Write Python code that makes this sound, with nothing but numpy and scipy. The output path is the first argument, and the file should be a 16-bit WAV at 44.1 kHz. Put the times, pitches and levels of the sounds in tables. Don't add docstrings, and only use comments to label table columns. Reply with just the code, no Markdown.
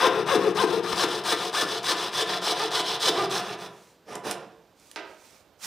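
import sys
import numpy as np
from scipy import signal
from scipy.fft import rfft, irfft, next_fast_len
from scipy.io import wavfile

SR = 44100
rng = np.random.default_rng(int(sys.argv[2]) if len(sys.argv) > 2 else 0)


def decibels_to_gain(level_db):
    exponent = np.asarray(level_db, float) / 20
    return 10 ** exponent


def wav_record(signal):
    frames = np.transpose(np.atleast_2d(signal))
    bounded = np.clip(frames, -1, 1)
    quanta = np.round(bounded * 32767).astype(np.int16)
    wavfile.write(sys.argv[1], SR, quanta)


N = 249585
TIME = np.arange(N) / SR
PADDED = next_fast_len(N + SR)
HZ = np.maximum(np.arange(PADDED // 2 + 1) * SR / PADDED, 1)

# start_s, length_s, top_teeth_per_s, bite_db, grit_db
PULLS = [(-.03, .12, 530, -17, -31), (0.256, .121, 552, -13, -34.5), (0.542, .116, 530, -17, -36),
         (0.819, .133, 460, -30, -37.5), (0.942, .115, 570, -25, -30), (1.23, .12, 550, -28.5, -31.5),
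         (1.52, .125, 590, -26.5, -31), (1.823, .116, 590, -31.5, -28.5), (2.115, .12, 580, -31.5, -29),
         (2.408, .127, 510, -31, -28.5), (2.7, .122, 510, -33, -29.5), (2.992, .117, 592, -27, -28),
         (3.292, .12, 400, -36.5, -33), (3.57, 0.11328, 492.7, -40, -47.5), (4.061, .14, 510, -43, -75),
         (4.233, 0.11455, 502.2, -44.5, -45)]
# brake_s, strike_sharpness_db, double_strike_db, catch_db (teeth catch as arm brakes)
PULL_FORM = [(.05, 2.5, 5, 4), (.058, -2, 1.5, 4.5), (0.05, 0, 4.5, 2.5), (0.056, 3.5, -12, 7),
             (.042, 0, 0, 5.5), (0.05, -4, -8.5, 8.5), (0.056, -1, -10.5, 7.5), (0.041, 1.5, -3, 7),
             (0.033, -7.5, -11, -0.5), (0.03315, -12.5, 7.5, -2.5), (0.054, -1.5, 0, 5.5),
             (.048, -15.5, 2.5, 8.5), (.07, 1.5, 4.5, 3), (0.0504, -10, -8, 0.1), (.055, 2, 0, -2),
             (.057, 6.5, -2, 5)]
# start_s, length_s, top_teeth_per_s, bite_db, grit_db
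PUSHES = [(0.096, .14, 455, -33, -43), (0.384, 0.14, 440, -29.5, -43), (0.664, 0.135, 470, -30.5, -40),
          (1.066, .14, 450, -43.5, -37.5), (1.36, 0.14, 425, -48.5, -37.5), (1.656, .142, 465, -45, -36.5),
          (1.949, .145, 420, -54, -35), (2.257, 0.132, 350, -44.5, -35), (2.548, .138, 445, -42, -34),
          (2.834, .14, 460, -46.5, -33.5), (3.121, 0.145, 403, -33.5, -37), (3.407, 0.15, 430, -47, -44.5)]
# time_s, grit_into_board_db, bench_rumble_db, overtones_db, blade_sizzle_db
GRIP = [
    (0, 8, -12, -7.5, -7),
    (.45, 6, -10, -8.5, 0.5),
    (.9, 1.5, -13, -4, -1.5),
    (1.35, 2.2, -17.5, 6.5, 1.5),
    (1.8, -0.2, -17.5, 2.5, 0),
    (2.3, 1, -14, 9.5, -2),
    (2.8, -0.7, -20, 4.5, -2),
    (3.2, 1, -11, 2.5, -0.5),
    (3.7, 8.5, -22.5, -11, 1.5),
    (4.3, 8, -28, 0.5, 6.5),
]
# pitch_hz, width_hz, level_db
BOARD_MODES = [(352.3, 52, -1.5), (439.3, 28.5, 1.5), (502, 25.3, -2), (710, 82, 1.5), (830, 90, -3),
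               (1003, 64, -0.5), (1217, 74, 0), (1372, 176, -2.5), (1724, 222, -3.5), (2665, 685, -6.5),
               (464.4, 26.2, -1), (1043, 42, -2)]
# pitch_hz, level_db
FACE_COLOUR = [(200, -25.5), (450, -11), (750, -6.5), (1100, 3), (1800, -16), (3000, -10), (6000, -18)]
# pitch_hz, width_hz, level_db
BLADE_MODES = [(3000, 234, 1), (3460, 260, 3), (3994, 314, 2.5), (5107, 800, -1.5), (6550, 440, -5),
               (7880, 3200, -12), (11450, 750, -25), (13800, 5700, -37)]
# pitch_hz, width_hz, level_db
BENCH_MODES = [(78.6, 40, -31), (121.4, 16.8, -3.5), (174.2, 19, 3), (226.5, 290, -16.5)]
# pitch_hz, level_db (per Hz)
HUSH_COLOUR = [(15, -34), (25, -7), (74, -1), (516, 2.5), (818, -2), (1700, -9), (1890, -12.5), (3920, -13),
               (11000, -24.5), (13200, -15), (16000, -28.5)]
# start_s, level_db, pitch_hz, t60_s
BUMP = [
    (.932, -30.5, 70, 0.019),
]
# start_s, level_db
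KNOCKS = [
    (.929, 3.5),
    (0.993, -7),
    (2.422, -2),
    (2.472, 2),
    (4.1573, -5.5),
]
# start_s, length_s, peak_db
RUBS = [
    (3.64, 0.34, -60.5),
    (4.75, 0.27, -59.5),
    (5.04, 0.124, -62),
    (5.14, 0.3, -57.5),
]
# start_s, length_s, peak_db
WIPE = [
    (5.55, 0.26, -33),
]
# pitch_hz, level_db (per Hz)
SKIN_COLOUR = [(88, -57), (150, -16), (555, -15), (1480, -7.5), (1630, -13), (2400, -7.5), (2810, -11),
               (5680, -6.5), (16000, -15.5)]
# start_s, length_s, peak_db
LAST_SCRAPES = [
    (4.045, 0.17, -40),
    (4.225, 0.11, -32.5),
]
# pitch_hz, level_db (per Hz)
KERF_COLOUR = [(65, -26), (150, -12.5), (320, -10.5), (514, -5.5), (902, -12.5), (981, -13), (1580, -19),
               (3020, -23.5), (4400, -28), (5650, -22), (7250, -36), (10800, -31), (16000, -44)]
# start_s, peak_db, t60_s, low_edge_hz
TICKS = [(4.077, -52, 0.0072, 1510), (4.0882, -42, .008, 1500), (4.1121, -43, .008, 1490),
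         (4.1315, -36, 0.0063, 3000), (4.153, -39, 0.015, 4370), (4.1545, -26.5, 0.014, 3560),
         (4.252, -37, 0.0051, 1500), (4.257, -39, .008, 3000), (4.2698, -29, 0.0099, 1980),
         (4.3095, -33, 0.017, 4000), (4.311, -30.5, 0.0073, 4950), (4.3111, -15.5, 0.0086, 3840),
         (4.312, -25, 0.013, 3950), (4.797, -48, 0.017, 3500), (4.914, -34, 0.013, 1540),
         (4.961, -28.5, 0.0029, 3000)]
# start_s, peak_db
DROP = [
    (4.9602, -19),
    (4.976, -35),
    (4.995, -39),
    (5.035, -43.5),
]
# pitch_hz, width_hz, level_db
OFFCUT_MODES = [(319, 60, 4.5), (404, 51, 6.5), (513, 85, 3.5), (637, 64, 8.5), (760, 170, 1),
                (954, 100, 5), (1257, 47, 8), (1580, 110, 5), (1920, 97, 3.5), (2380, 920, -0.5),
                (4800, 1700, -3.5), (8300, 4300, -36)]
# pitch_hz, t60_s
SHOP_T60 = [(90, 0.72), (200, 0.89), (450, 0.75), (1000, 0.66), (2200, 0.53), (5000, 0.11), (11000, 0.19)]
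# pitch_hz, angle_rad (toward the side signal)
PORTS = [(100, 0.013), (3000, 0.28), (6000, 0.45), (9000, 0.89), (11500, 2.18), (15000, 1.6)]
# time_s, left_minus_right_db
DRIFT = [
    (0, 5),
    (.8, 6.5),
    (1.1, 3),
    (3.4, -.5),
    (5.66, -7.5),
]


def rms_one(x):
    return x / np.sqrt(np.mean(x ** 2) + 1e-20)


def response_rms_one(response):
    return response / np.sqrt(np.mean(abs(response) ** 2))


def lowpass(x, hz, order=2):
    return signal.sosfilt(signal.butter(order, hz, fs=SR, output="sos"), x)


def highpass(x, hz):
    return signal.sosfilt(signal.butter(2, hz, "high", fs=SR, output="sos"), x)


def at_hz(points):
    hz, value = np.transpose(points)
    return np.interp(np.log(HZ), np.log(hz), value)


def through(x, response):
    return irfft(rfft(x, PADDED) * response, PADDED)[..., :N]


def body(modes):
    total = 0
    for k, (hz, width, db) in enumerate(modes):
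        damping = 1j * width * HZ
        total = total + (-1) ** k * decibels_to_gain(db) * damping / (hz ** 2 - HZ ** 2 + damping)
    return response_rms_one(total)


def flicker(rate_hz, depth_db):
    settle = 4000
    slow = lowpass(rng.standard_normal(N + settle), rate_hz)[settle:]
    return decibels_to_gain(depth_db * rms_one(slow))


def strokes(table, overtones, fall, late, later, surge, uneven_db):
    catch_at, catch_spread, catch_grit, heavy_lag = 0.81, 0.064, 0.74, 0.096
    rate, push, double, edge, grit = np.zeros((5, N))
    for start, rise_s, brake_s, sharp_db, double_db, catch_db, top_hz, bite_db, grit_db in table:
        fastest = start + rise_s
        stop = fastest + brake_s
        span = slice(max(int(start * SR), 0), int(stop * SR))
        now = TIME[span]
        speed = np.sin(np.pi / 2 * np.interp(now, [start, fastest, stop], [0, 1, 0])) ** 0.8
        dug = np.clip((now - start) / (stop - start), 0, 1)
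        catch_now_db = catch_db * np.exp(-((dug - catch_at) / catch_spread) ** 2)
        heavy_db = 1.07 * catch_db * np.exp(-((dug - catch_at - heavy_lag) / catch_spread) ** 2)
        strike = decibels_to_gain(bite_db + sharp_db + 4 + catch_now_db) * speed ** 1.5
        waiting = dug ** (4.2 * late) * (dug / 0.85) ** min(later * max(start, 0), 2.5)
        bearing_down = 1 + surge * dug ** 9.6
        rate[span] += top_hz * speed
        push[span] += decibels_to_gain(bite_db + 15 + heavy_db) * speed ** 1.2 * waiting
        double[span] += decibels_to_gain(double_db) * strike * speed * dug ** (0.5 * late)
        edge[span] += strike * (1.45 - dug)
        grit[span] += decibels_to_gain(grit_db - 1.5 + catch_grit * catch_now_db) * speed ** fall * bearing_down
    turn = 2 * np.pi * np.cumsum(rate * flicker(100, uneven_db)) / SR
    harmonic_db = [-3.0, -10.5, -12.0, -4.5, -7.5, -13]
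    sharp = sum(decibels_to_gain(db) * np.cos(k * turn) for k, db in enumerate(harmonic_db, 3))
    buzz = push * np.cos(turn) + overtones * (double * np.cos(2 * turn) + edge * sharp)
    fibres = rng.standard_normal(N) * decibels_to_gain(1.8 * rng.standard_normal(N)) * (1 + 0.5 * np.cos(turn))
    return decibels_to_gain(-12) * buzz * flicker(50, 1.5), grit * rms_one(fibres) * flicker(60, 0.7), rate


def pull_strokes(overtones):
    table = []
    for (start, length, *rest), (brake, *form) in zip(PULLS, PULL_FORM):
        table.append((start, length - brake, brake, *form, *rest))
    return strokes(table, overtones, fall=1.0, late=0.85, later=4.2, surge=1.0, uneven_db=0.1)


def push_strokes(overtones):
    brake_s, sharp_db, double_db, catch_db = 0.065, 3.5, -2, 0
    table = [(start, length - brake_s, brake_s, sharp_db, double_db, catch_db, *rest)
             for start, length, *rest in PUSHES]
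    buzz, grit, rate = strokes(table, overtones, fall=0.55, late=0.2, later=0, surge=0.14, uneven_db=0.2)
    return buzz, 0.97 * grit + 0.37 * lowpass(grit, 6100), rate


def ringing_board(buzz, grit, grit_db):
    ringing = body(BOARD_MODES)
    board = through(decibels_to_gain(-3.0) * buzz + decibels_to_gain(grit_db) * grit * flicker(43, 1.1), ringing)
    low_gain = np.sqrt(np.mean(abs(ringing[HZ < 2000]) ** 2))
    return board + through(buzz, decibels_to_gain(-6 + at_hz(FACE_COLOUR)) * low_gain)


def ringing_blade(buzz, grit, sizzle_db):
    patch_hz, sizzle_hz = 604, 5900
    modes = body(BLADE_MODES)
    share = np.cos(np.pi / 2 * HZ / patch_hz) ** 2
    blade = decibels_to_gain(-6) * through(buzz * flicker(38, 3.2), modes)
    for patches in (share, 1 - share):
        flaring = decibels_to_gain(4.0) * grit * flicker(37, 1.8) * flicker(4.5, 0.33)
        blade = blade + through(flaring, patches * modes)
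    sizzle = through(blade, 1 / (1 + (sizzle_hz / HZ) ** 6))
    return blade + (decibels_to_gain(sizzle_db) - 1) * sizzle


def bench_rumble(rate, level_db):
    shaking = decibels_to_gain(level_db - 34.0) * (rate / 450) ** 0.18 * rng.standard_normal(N)
    return through(shaking, body(BENCH_MODES))


def saw():
    times, *columns = np.transpose(GRIP)
    board_db, bench_db, overtone_db, sizzle_db = (np.interp(TIME, times, column) for column in columns)
    overtones = decibels_to_gain(overtone_db)
    buzz, grit, rate = np.add(pull_strokes(overtones), push_strokes(overtones))
    board = ringing_board(buzz, grit, board_db)
    return board + ringing_blade(buzz, grit, sizzle_db) + bench_rumble(rate, bench_db)


def hush():
    return decibels_to_gain(-61.5) * rms_one(through(rng.standard_normal(N), decibels_to_gain(at_hz(HUSH_COLOUR))))


def shop(x):
    after, echoes = np.arange(SR) / SR, 0
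    for hz, t60 in SHOP_T60:
        band = signal.butter(1, [hz / 1.49, hz * 1.376], "band", fs=SR, output="sos")
        echoes = echoes + signal.sosfilt(band, rng.standard_normal(SR)) * decibels_to_gain(-60 * after / t60)
    echoes = echoes * (1 - np.exp(-after / 0.003))
    return through(x, rfft(echoes / np.sqrt(np.sum(echoes ** 2)), PADDED))


def impulses(rows, gain_db):
    taps = np.zeros(N)
    for start, db in rows:
        taps[int(start * SR)] = decibels_to_gain(db + gain_db)
    return taps


def bump():
    start, db, hz, t60 = BUMP[0]
    after = np.maximum(TIME - start, 0)
    thud = decibels_to_gain(db - 60 * after / t60) * np.sin(2 * np.pi * hz * after)
    cushion_hz = 1300
    return thud + through(impulses(KNOCKS, 0), body(BOARD_MODES) / (1 + 1j * HZ / cushion_hz) ** 2)


def swells(rows, pointed):
    total = np.zeros(N)
    for start, length, db in rows:
        along = np.clip((TIME - start) / length, 0, 1)
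        total += decibels_to_gain(db) * np.sin(np.pi * along) ** pointed
    return total


def friction(gain, colour, grain_db):
    grain = rng.standard_normal(N) * decibels_to_gain(grain_db * rng.standard_normal(N))
    return gain * rms_one(through(grain, decibels_to_gain(at_hz(colour))))


def hand_on_wood():
    gain = swells(RUBS, pointed=0.78) + swells(WIPE, pointed=5.1)
    return friction(gain, SKIN_COLOUR, grain_db=5.0)


def last_scrapes():
    return friction(swells(LAST_SCRAPES, pointed=2.06), KERF_COLOUR, grain_db=2.0)


def ticks():
    out, white = np.zeros(N), rng.standard_normal(N)
    for start, db, t60, low_hz in TICKS:
        decay = decibels_to_gain(db - 60 * np.maximum(TIME - start, 0) / t60) * (TIME >= start)
        out += highpass(decay * white, low_hz)
    return lowpass(out, 11500, order=4)


def offcut():
    return through(impulses(DROP, 9.5), body(OFFCUT_MODES))


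def two_ports(mid, wide):
    after = np.arange(2600) / SR
    scatter = rng.standard_normal(2600) * decibels_to_gain(-60 * after / 0.08)
    angle = at_hz(PORTS) / 2
    same = through(mid, np.cos(angle))
    apart = through(mid, np.sin(angle) * response_rms_one(rfft(scatter, PADDED)))
    side = decibels_to_gain(-2.0) * apart * flicker(140, 4.7) + wide
    pan_db = np.interp(TIME, *np.transpose(DRIFT))
    return np.array([decibels_to_gain(pan_db / 2) * (same + side), decibels_to_gain(-pan_db / 2) * (same - side)])


def scene():
    near = saw() + bump() + hand_on_wood() + last_scrapes()
    snaps, drop = ticks(), offcut()
    sent = decibels_to_gain(-6.5) * near + decibels_to_gain(2.0) * drop + decibels_to_gain(-8.5) * snaps
    mid = near + drop + snaps + shop(sent) + hush()
    return two_ports(mid, wide=decibels_to_gain(-42) * shop(sent))


def low_pass(x):
    return signal.sosfilt(signal.butter(12, 16360, fs=SR, output="sos"), x)


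def record(dry):
    bass_cut = highpass(dry, 40)
    mix = signal.sosfilt(signal.cheby2(14, 60, 16200, fs=SR, output="sos"), bass_cut)
    return low_pass(mix)


dry = scene()
out = record(dry)
wav_record(out)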